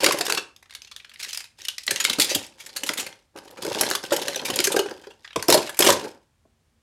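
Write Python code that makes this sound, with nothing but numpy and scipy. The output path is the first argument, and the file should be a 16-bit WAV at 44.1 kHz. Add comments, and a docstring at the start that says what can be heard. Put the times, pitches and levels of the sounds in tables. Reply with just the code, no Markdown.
"""Small toy cars clack in short clumps of contacts as a hand digs through a plastic storage bin, close by.
Each clack is a burst of noise ringing a car body; a crunch of many quiet clacks rattles in between.
The hollow bin booms in damped modes under blows and sliding cars, and heavy cars thud in sagging tones.
A small room adds a short tail of sparse reflections over a faint hum made of shaped noise."""
import sys
import numpy as np
from scipy import signal
from scipy.fft import rfft, irfft
from scipy.io import wavfile
from scipy.ndimage import uniform_filter1d

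SR = 44100
rng = np.random.default_rng(int(sys.argv[2]) if len(sys.argv) > 2 else 0)


def persist_wave(psi):
    """Save psi, clipped to +-1, as 16-bit WAV."""
    counts = np.round(np.clip(psi, -1, 1) * 32767).astype(np.int16)
    wavfile.write(sys.argv[1], SR, np.atleast_2d(counts).T)


N = 300762  # length of the scene in samples
CLACK_SIZE = 4096  # samples synthesized for one clack

# Car striking car: start t/s, level of the loudest moment/dB, main ring f/Hz,
# treble above 7 kHz relative to -10/dB, clump length before limiting and scaling/ms
COLLISIONS = [(0.0144, -26, 2280, -18, 26), (0.031, -16.5, 4600, 0, 19), (0.0429, -6.0, 2140, 1, 3.4),
              (0.062, -5.5, 1500, -8, 3.8), (0.0863, -19, 1100, -3, 6), (0.1079, -12, 1060, -12, 3.7),
              (0.121, -16, 2130, 3, 6.1), (0.143, -29, 2200, -8, 6), (0.186, -21.5, 5250, 8, 5.3),
              (0.2088, -13, 3800, -2.5, 4.8), (0.25, -25.5, 5400, 5, 8.9), (0.2652, -18, 3640, -3, 3),
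              (0.28, -22, 1600, -8, 6), (0.297, -12.5, 2680, -4, 7.7), (0.3231, -9.5, 1630, 2, 2.14),
              (0.348, -18.5, 3900, -1, 3.6), (0.3726, -16, 2640, -11, 8.9), (0.563, -39, 3600, 3, 1.9),
              (0.626, -43, 2160, -5, 4.1), (0.657, -50.5, 1980, -21, 4.9), (0.696, -44, 1800, -14, 3.2),
              (0.707, -36, 3700, -11, 4.1), (0.724, -39.5, 1810, -21, 3.1), (0.737, -41, 2670.0, -1, 3.1),
              (0.749, -27, 3600, -7, 5), (0.819, -31, 6200, -6, 1.5), (0.847, -38, 4170.0, -17, 2.5),
              (0.872, -42, 2780, -12, 7), (0.913, -34, 4340, -15, 8), (0.963, -27, 3460, -5, 1.8),
              (0.9982, -37.5, 2440.0, -41, 6.8), (1.046, -35, 1760, -25, 3.6),
              (1.094, -39, 3460.0, -9, 4.7), (1.115, -40.5, 1660.0, -34, 4), (1.1357, -40.5, 2700, -5, 9.3),
              (1.159, -35, 2050, -52, 1.4), (1.199, -29, 3570, 0, 3.1), (1.2272, -27, 4160, 2, 10),
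              (1.2467, -26, 2020, -7, 3.6), (1.262, -38, 1930, -16, 6), (1.294, -37, 3470, -7, 7.2),
              (1.3293, -23.5, 5120, -1, 5.5), (1.346, -26, 3570.0, 2, 4), (1.374, -19, 4700, 3, 1.9),
              (1.404, -30.5, 2170, -6, 4.5), (1.441, -34, 4940, -5, 4.2), (1.452, -41.5, 2520, -3, 4.1),
              (1.605, -41, 4370, -21, 5), (1.6501, -25.5, 2980, -7, 4.5), (1.6835, -16, 2940, -6, 3.7),
              (1.781, -21.5, 4530.0, -10, 3.7), (1.8338, -34, 5140, 1, 4), (1.8662, -23.5, 5760, 12, 2.9),
              (1.878, -11, 2060, -19, 3), (1.907, -11.5, 1740, -2, 6.2), (1.96, -15, 2020, -9, 1),
              (1.9991, -14.5, 6770, -6.5, 13.4), (2.04, -16, 4500, 3, 8.6), (2.05, -6, 2160, -5, 1.2),
              (2.097, -11, 3600, -2.5, 4.5), (2.129, -18.5, 3700, 0, 8), (2.185, -21, 4440, 0, 6.4),
              (2.197, -8, 4450, 3, 7.1), (2.208, -12, 4300, 2, 18), (2.219, -10, 4500, 2, 3.7),
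              (2.242, -18, 3530, 1, 10), (2.2915, -19, 4720, -5, 31), (2.3472, -11, 3240, 6.5, 9.5),
              (2.465, -36.5, 7950, 1, 2.7), (2.598, -33.5, 2280, -4, 18), (2.6613, -31.5, 2110, 0, 8.6),
              (2.69, -38, 2050, -22, 11), (2.761, -20.5, 4300, 3, 13), (2.834, -18.5, 2900, 0.5, 4.7),
              (2.862, -25.5, 3830, 3, 15), (2.8904, -12, 2050, -5, 3.5), (2.934, -23, 2300, 9, 5.3),
              (2.972, -21, 3600, 4, 19), (2.9932, -21, 7040, 0.5, 16), (3.064, -27, 2110, -1, 6),
              (3.126, -36, 2040, -19, 3.3), (3.361, -38, 2530, -7, 4.9), (3.374, -36, 2800, -5, 5.6),
              (3.3862, -34, 3800, -2.5, 3.3), (3.453, -47, 5400, 0, 4), (3.477, -42, 3130, -4, 6.4),
              (3.51, -41, 3680, 11, 2.6), (3.57, -36, 2420, -11, 15), (3.6244, -25.5, 3500, 6, 3.1),
              (3.6485, -24.5, 1620, 5, 3.3), (3.6996, -30, 3500, -5, 3.7), (3.747, -19.5, 3570, -5, 3.1),
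              (3.81, -8, 5630, 6.5, 4.2), (3.832, -18, 2000, -4, 5.7), (3.852, -26.5, 3100, -4, 4.4),
              (3.901, -18, 6670, 11, 3.1), (3.9124, -11.5, 3960, 0, 1), (3.9345, -21, 4080, -9, 3.1),
              (3.9507, -14.5, 3450, 2, 4.2), (4.037, -27, 1610, -5, 5.8), (4.05, -30, 2860.0, -7, 3.6),
              (4.1053, -26.5, 1100, -12, 11), (4.121, -17.5, 1570, -1, 16.6), (4.1633, -17, 5400, 3, 5),
              (4.215, -24, 3550, -2, 9.4), (4.272, -35, 3260, -4, 2.9), (4.2814, -15, 3060, -2, 3.2),
              (4.3257, -30, 2090, -18, 3), (4.3447, -23.5, 1760, -12, 4.5),
              (4.3584, -17.5, 5970, -5.5, 4.6), (4.3942, -23, 2550, -25, 3.2), (4.448, -21, 2360, 0, 20),
              (4.4857, -25, 1640, -9, 4.5), (4.501, -19, 3040, 1.5, 4.4), (4.5397, -23, 3480, -10, 3),
              (4.5583, -15.5, 5920, 10, 4.2), (4.5895, -8, 4930, -11, 1.4), (4.6025, -12, 2250, 0, 2.7),
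              (4.639, -12.5, 6190, 4, 13), (4.6697, -13, 1550, -4, 6.1), (4.7166, -17.5, 3570, 3, 14),
              (4.7622, -15.5, 1590, 0, 7.6), (4.7903, -14.5, 2900, -1, 5.8),
              (4.8584, -30.5, 1550, -13, 6.6), (4.8852, -32, 1660, -23, 3.5), (4.9098, -29, 1600, -9, 3.8),
              (4.978, -45, 4500, -5, 2.6), (5.036, -42.5, 1660, -15, 17), (5.069, -41.5, 4550, -15, 3.8),
              (5.102, -40.5, 2860, -12, 13), (5.2446, -33, 1830, -30, 9.5), (5.276, -34.5, 3230, -27, 3),
              (5.3065, -36.5, 1720, -46, 4.4), (5.3295, -36.5, 3140, -31, 3.8),
              (5.3593, -15.5, 1000, -10.5, 4.2), (5.3937, -31, 2300, -15.5, 6.4),
              (5.4253, -18.5, 5940, 1, 1.9), (5.483, -11.5, 5180, 11, 3.8), (5.4998, -7, 5300, 8, 5.8),
              (5.5247, -3.5, 3760, 8, 2.2), (5.5402, -8, 4530, 10, 8.5), (5.574, -16.5, 1010, -2, 6.6),
              (5.6716, -27.5, 2740, -7, 7.9), (5.6925, -24, 1680, 3.5, 7.3), (5.744, -33, 2240.0, -1, 4.3),
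              (5.769, -31.5, 2370, 8, 8.6), (5.79, -6, 6230, 13, 4.1), (5.8039, -9.5, 2500, 6.5, 5.2),
              (5.8217, -7.5, 3200, 1, 6.7), (5.843, -13, 2800, 6.5, 15), (5.8631, -10.5, 3140, 1, 14),
              (5.886, -9, 1010, -0.5, 12), (5.9022, -7, 3560, -1, 2.8), (5.923, -15.5, 1160, 2.5, 7.7),
              (6.044, -32.5, 1570, -3, 3.1)]


def gain_of(db):
    """Amplitude factor of a level in dB."""
    return 10 ** (np.asarray(db) / 20)


def evened(x):
    """Bring a whole signal to an RMS of 1."""
    return x / np.sqrt(np.mean(x ** 2) + 1e-20)


def read(points, hz):
    """Read a curve of (Hz, value) points along a logarithmic frequency axis."""
    f, value = np.transpose(points)
    return np.interp(np.log(hz + 1), np.log(f + 1), value)


def add(mix, s, sound):
    """Lay a sound into the mix at s seconds, cut off at the end of the mix."""
    part = mix[round(s * SR):][:len(sound)]
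    part += sound[:len(part)]


def mode(f, hz, t60):
    """Frequency response of one damped mode, 1 at its centre."""
    half_width = np.log(1000) / (2 * np.pi * t60)
    return 2j * half_width * f / (hz ** 2 - f ** 2 + 2j * half_width * f)


def clacks():
    """The distinct collisions; the current move of the hand sets how hollow or thin they knock."""
    s, db, hz, top_db, ms = np.transpose(COLLISIONS)
    _, _, knock_db = stirring()
    knock_db = knock_db[(s * SR).astype(int) + 200]
    out = np.zeros(N)
    for at, level_db, sound in zip(s, db, clack(hz, top_db, knock_db, ms)):
        add(out, at, gain_of(level_db) * sound)
    return out


def clack(hz, top_db, knock_db, ms):
    """One row per clack, loudest moment 1: a clump of tiny contacts rings the struck car body."""
    # Colour of a clack: f/Hz, level per Hz/dB
    car_colour = [(290, -43), (500, -16.5), (1080, -8), (1820, -5), (2070, -5.5), (2690, -4), (4400, -5),
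                  (5020, -5.5), (12300, -14.5), (16000, -31)]
    ring_t60 = 0.011  # s
    t, f = np.arange(CLACK_SIZE) / SR, np.fft.rfftfreq(CLACK_SIZE, 1 / SR)
    draws = rng.standard_normal((len(hz), 2 * CLACK_SIZE + 24))
    noise, lumps, place, size = np.split(draws, [CLACK_SIZE, 2 * CLACK_SIZE, 2 * CLACK_SIZE + 12], axis=1)

    # the clump swells, then thins out, with a weaker tail behind it
    u = t / (0.44 * np.clip(ms, 0.5, 30)[:, None] / 1000)
    envelope = u * np.exp(1 - u) + 0.18 * np.minimum(u, 1) * np.exp(-t / 0.018)
    # edges, axles and wheels touch one after another
    uneven = gain_of(1.8 * evened(uniform_filter1d(lumps, 30, 1)))
    force = noise * uneven * envelope

    top = (top_db[:, None] + 10) / (1 + (7000 / (f + 1)) ** 4)  # treble shelf
    knock = (knock_db[:, None] + 20.5) / (1 + (f / 1600) ** 6)  # shelf for the hollow low end
    rings = 4.2 * mode(f, hz[:, None], ring_t60)
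    for k in range(12):  # every car lies differently, so the lesser modes fall by chance
        lesser_hz = 4500 * np.exp(0.55 * place[:, [k]])
        rings = rings + gain_of(1.05 + 2 * size[:, [k]]) * mode(f, lesser_hz, ring_t60)

    spectrum = rfft(force) * gain_of(read(car_colour, f) + top + knock) * (1 + rings)
    sound = irfft(spectrum)[:, :CLACK_SIZE - 500]
    loudest = uniform_filter1d(sound ** 2, 80, 1).max(1, keepdims=True)
    return sound / np.sqrt(2 * loudest)


def rattle():
    """A crunch of small contacts of wheels, axles and rubbing bodies, following the stirring."""
    count, contacts_per_s = 24, 280
    hz = np.geomspace(1700, 6500, count)
    sounds = clack(hz, np.full(count, -7.), np.full(count, -28.), np.full(count, 2.5))[:, :1500]
    size = gain_of(5 * np.minimum(rng.exponential(1, N), 3))
    size = size * (rng.random(N) < contacts_per_s / SR)
    which = rng.integers(0, count, N)
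    out = sum(signal.oaconvolve(size * (which == k), sounds[k])[:N] for k in range(count))
    rattle_db, _, _ = stirring()
    return evened(out) * gain_of(rattle_db)


def stirring():
    """Rattle, rumble and knock in dB at every sample: the moves of the hand, plus a shake after each clack."""
    # Moves of the hand that keep the cars shifting: start t/s, length/s, rattle level at the start/dB,
    # rattle level at the end/dB, rumble above the rattle/dB, hollow knock of the clacks (neutral at -20.5)/dB
    hand_moves = [(0.002, 0.35, -29.5, -48.5, 0, -14), (0.695, 0.53, -80, -68, -8.5, -22.5),
                  (1.202, 0.22, -34, -53, -20.5, -20.5), (1.592, 0.16, -41, -60.5, -14, -31),
                  (1.89, 0.5, -45, -39, -5, -24), (2.437, 0.3, -59.5, -51.5, -4, -20.5),
                  (2.761, 0.29, -53, -44, -1, -14), (3.355, 0.39, -62, -54, 11, -4.5),
                  (3.621, 0.25, -38, -31.5, 0.5, -10.5), (4.034, 0.022, -40, -44.5, 2.5, -16),
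                  (4.104, 0.64, -40, -39, 0.5, -20.5), (4.855, 0.28, -49, -67.5, 7, -9),
                  (5.197, 0.1, -57, -71.5, -11.5, -17.5), (5.375, 0.056, -43.5, -57.5, -2, -12.5),
                  (5.49, 0.075, -26.5, -24, -1, -9), (5.806, 0.084, -36.5, -21.5, 2, -11.5),
                  (6.024, 0.027, -69.5, -51.5, 15, -7.5)]
    start_db_per_s, settle_db_per_s = 1504.5, 169.5  # how fast the stirring sets in and dies away
    shake_db, shake_db_per_s = -25.5, 305  # neighbouring cars: level relative to the clack, then decay
    t = np.arange(0, N + 64, 64) / SR  # one level every 64 samples

    start, length, first_db, last_db, hollow_db, knock_db = np.transpose(hand_moves)[:, :, None]
    move_db = first_db + (last_db - first_db) * np.clip((t - start) / length, 0, 1)
    move_db = move_db - start_db_per_s * np.maximum(start - t, 0)
    move_db = move_db - settle_db_per_s * np.maximum(t - start - length, 0)
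    moves = gain_of(2 * np.maximum(move_db, -200))  # as power

    s, db = np.transpose(COLLISIONS)[:2, :, None]
    shakes = gain_of(2 * (db + shake_db - shake_db_per_s * abs(t - s))) * (t > s)

    rattle_db = 10 * np.log10(moves.sum(0) + shakes.sum(0))
    share = moves / moves.sum(0)  # the stronger a move, the more it sets the colour
    levels = rattle_db, rattle_db + (share * hollow_db).sum(0), (share * knock_db).sum(0)
    return [np.interp(np.arange(N) / SR, t, level_db) for level_db in levels]


def thumps():
    """Each blow rings the bin and one panel tone; the push is soft, so the sound swells for a few ms."""
    # Blows that reach the bin walls and floor: start t/s, peak level/dB, panel boom f/Hz
    blows = [(0.033, -11.5, 536), (0.062, -14.5, 360), (0.083, -15.5, 430), (0.143, -17.5, 353),
             (0.206, -18, 420), (0.281, -24.5, 446), (0.306, -28, 510), (0.324, -25.5, 570.0),
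             (0.38, -27, 335), (1.888, -31.5, 397), (1.914, -25, 391), (2.102, -27.5, 240.0),
             (2.185, -15, 300), (2.313, -20.5, 580), (2.358, -20, 310), (2.833, -26, 298),
             (2.896, -23.5, 300), (2.985, -28.5, 264), (3.356, -30.5, 348), (3.65, -20, 415),
             (3.676, -23.5, 420), (3.764, -27, 636), (3.81, -26, 535), (3.91, -21, 543), (4.119, -8, 570),
             (4.134, -11, 494), (4.179, -24, 510.0), (4.214, -24, 420), (4.269, -24, 545),
             (4.285, -22, 570.0), (4.361, -26, 530), (4.433, -28.5, 420), (4.499, -16.5, 380),
             (4.594, -17.5, 362), (4.674, -16.5, 408), (4.715, -21.5, 510.0), (4.743, -13, 474),
             (4.765, -8, 403), (4.792, -10.5, 393), (4.858, -21.5, 416), (4.912, -24, 490),
             (5.07, -31, 460), (5.3587, -19.5, 636), (5.486, -6.5, 357), (5.503, -9, 450), (5.543, -6, 436),
             (5.552, -12, 503), (5.57, -15, 360), (5.801, -7.5, 399), (5.867, -8, 349), (5.887, -5.5, 577),
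             (6.028, -30, 420.0), (6.047, -24, 423), (6.066, -27.5, 890), (6.452, -54, 643)]
    t, out = np.arange(8000) / SR, np.zeros(N)
    for s, db, hz in blows:
        panel = 4.5 * gain_of(-60 * t / 0.038) * np.sin(2 * np.pi * hz * t)
        sound = np.convolve(bin_ring(t) + panel, np.hanning(12))[:len(t)]
        sound = sound * (1 - np.exp(-t / 0.0054))
        add(out, s, gain_of(db) * sound / abs(sound).max())
    return out


def bin_ring(t):
    """All modes of the bin; where the blow lands and how the cars load the walls shifts level and pitch by chance."""
    # Modes of the bin before the chance shifts: f/Hz, level/dB, t60/s
    bin_modes = [(240, -30.5, 0.022), (353, -7.5, 0.054), (374.6, -3.5, 0.093), (420, -1.5, 0.067),
                 (510, 1.5, 0.047), (570, 2.5, 0.053), (740, 2, 0.04), (972, 4.5, 0.026), (1220, -3, 0.02),
                 (1458, 3, 0.019)]
    share, shift = rng.standard_normal((2, len(bin_modes)))
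    ring = 0
    for (hz, db, t60), a, b in zip(bin_modes, share, shift):
        decay = gain_of(db - 60 * t / t60 + 4.9 * a)
        ring = ring + decay * np.sin(2 * np.pi * hz * (1 + 0.08 * b) * t)
    return ring


def rumble():
    """Cars sliding over the bin floor push it with dense, uneven small blows."""
    t, blows_per_s = np.arange(6000) / SR, 260
    pushes = gain_of(4 * np.minimum(rng.exponential(1, N), 3))
    pushes = pushes * (rng.random(N) < blows_per_s / SR)
    pushes *= np.sign(rng.standard_normal(N))  # inward or outward
    which = rng.integers(0, 10, N)  # ten variants of the ring
    out = sum(signal.oaconvolve(pushes * (which == k), bin_ring(t))[:N] for k in range(10))
    # thin walls radiate little bass
    out = signal.sosfilt(signal.butter(2, 125, "high", fs=SR, output="sos"), out)
    _, rumble_db, _ = stirring()
    return evened(out) * gain_of(rumble_db)


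def thuds():
    """A dull push whose pitch sags as the pile settles, blurred by the low shudder of the pile."""
    # Heavy cars landing on the pile shake the floor under it: start t/s, level/dB
    landings = [(1.91, -35), (2.183, -28), (2.35, -24.5), (2.888, -40), (4.507, -28), (5.364, -24.5),
                (5.899, -33.5), (6.452, -53.5)]
    t, out = np.arange(6000) / SR, np.zeros(N)
    hz = 90 + 600 * np.exp(-t / 0.0058)
    push = np.sin(2 * np.pi * np.cumsum(hz) / SR) * gain_of(-60 * t / 0.09)
    low = signal.butter(2, 220, fs=SR, output="sos")
    for s, db in landings:
        noise = evened(signal.sosfilt(low, rng.standard_normal(len(t))))
        shudder = 0.3 * noise * gain_of(-60 * t / 0.14)
        add(out, s, gain_of(db) * (push + shudder) * (1 - np.exp(-t / 0.0026)))
    return out


def room(x):
    """Sparse reflections of random sign, each band dying at its own speed.

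    Three reflection patterns are blended in turn at a steady 23 Hz, so the tail has no fixed colour."""
    # Decay of the room: f/Hz, t60/s
    room_decay = [(200, 0.33), (1400, 0.34), (4000, 0.27), (10000, 0.26), (16000, 0.017)]
    blend_hz = 23
    at, out = np.arange(200, SR // 2 - 20, 20), np.zeros(N)
    for k in range(3):
        taps = np.zeros(SR // 2)
        taps[at + rng.integers(0, 20, len(at))] = rng.choice([-1., 1.], len(at))
        hz, t, z = signal.stft(taps, SR, nperseg=256)
        decay = gain_of(-60 * t / read(room_decay, hz)[:, None])
        tail = signal.istft(z * decay, SR, nperseg=256)[1]
        share = np.sqrt(2 / 3) * np.cos(2 * np.pi * (blend_hz * np.arange(N) / SR + k / 3))
        out += signal.fftconvolve(x * share, tail / np.linalg.norm(tail))[:N]
    return out


def hum():
    """Steady room and microphone noise: white noise shaped by a spectrum curve."""
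    # Colour of the noise: f/Hz, level per Hz/dB
    hum_colour = [(24, -36.5), (40, 9.5), (90, -1), (125, -9.5), (155, -7), (189, -20), (226, -6),
                  (256, -17.5), (8990, -32), (16000, -44.5)]
    f = np.fft.rfftfreq(N, 1 / SR)
    noise = irfft(rfft(rng.standard_normal(N)) * gain_of(read(hum_colour, f)), N)
    return gain_of(-63) * evened(noise)


def scene():
    """Cars and bin sound directly and through the room, over the hum."""
    cars = clacks() + rattle()
    box = thumps() + rumble() + thuds()
    tail = room(gain_of(-12.5) * cars + gain_of(-12.5) * box)
    return (cars + box + tail + hum())[None]


def record(dry):
    """The small microphone drops the deep bass, its preamplifier rounds the highest peaks, then the band limit."""
    edge_hz = 16200
    thin = signal.sosfilt(signal.butter(3, 75, "high", fs=SR, output="sos"), dry)
    rounded = 1.2 * np.tanh(thin / 1.2)
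    band_limit = signal.firwin(511, edge_hz, window=("kaiser", 9), fs=SR)[None]
    return signal.oaconvolve(rounded, band_limit, "same")


dry = scene()
out = record(dry)
persist_wave(out)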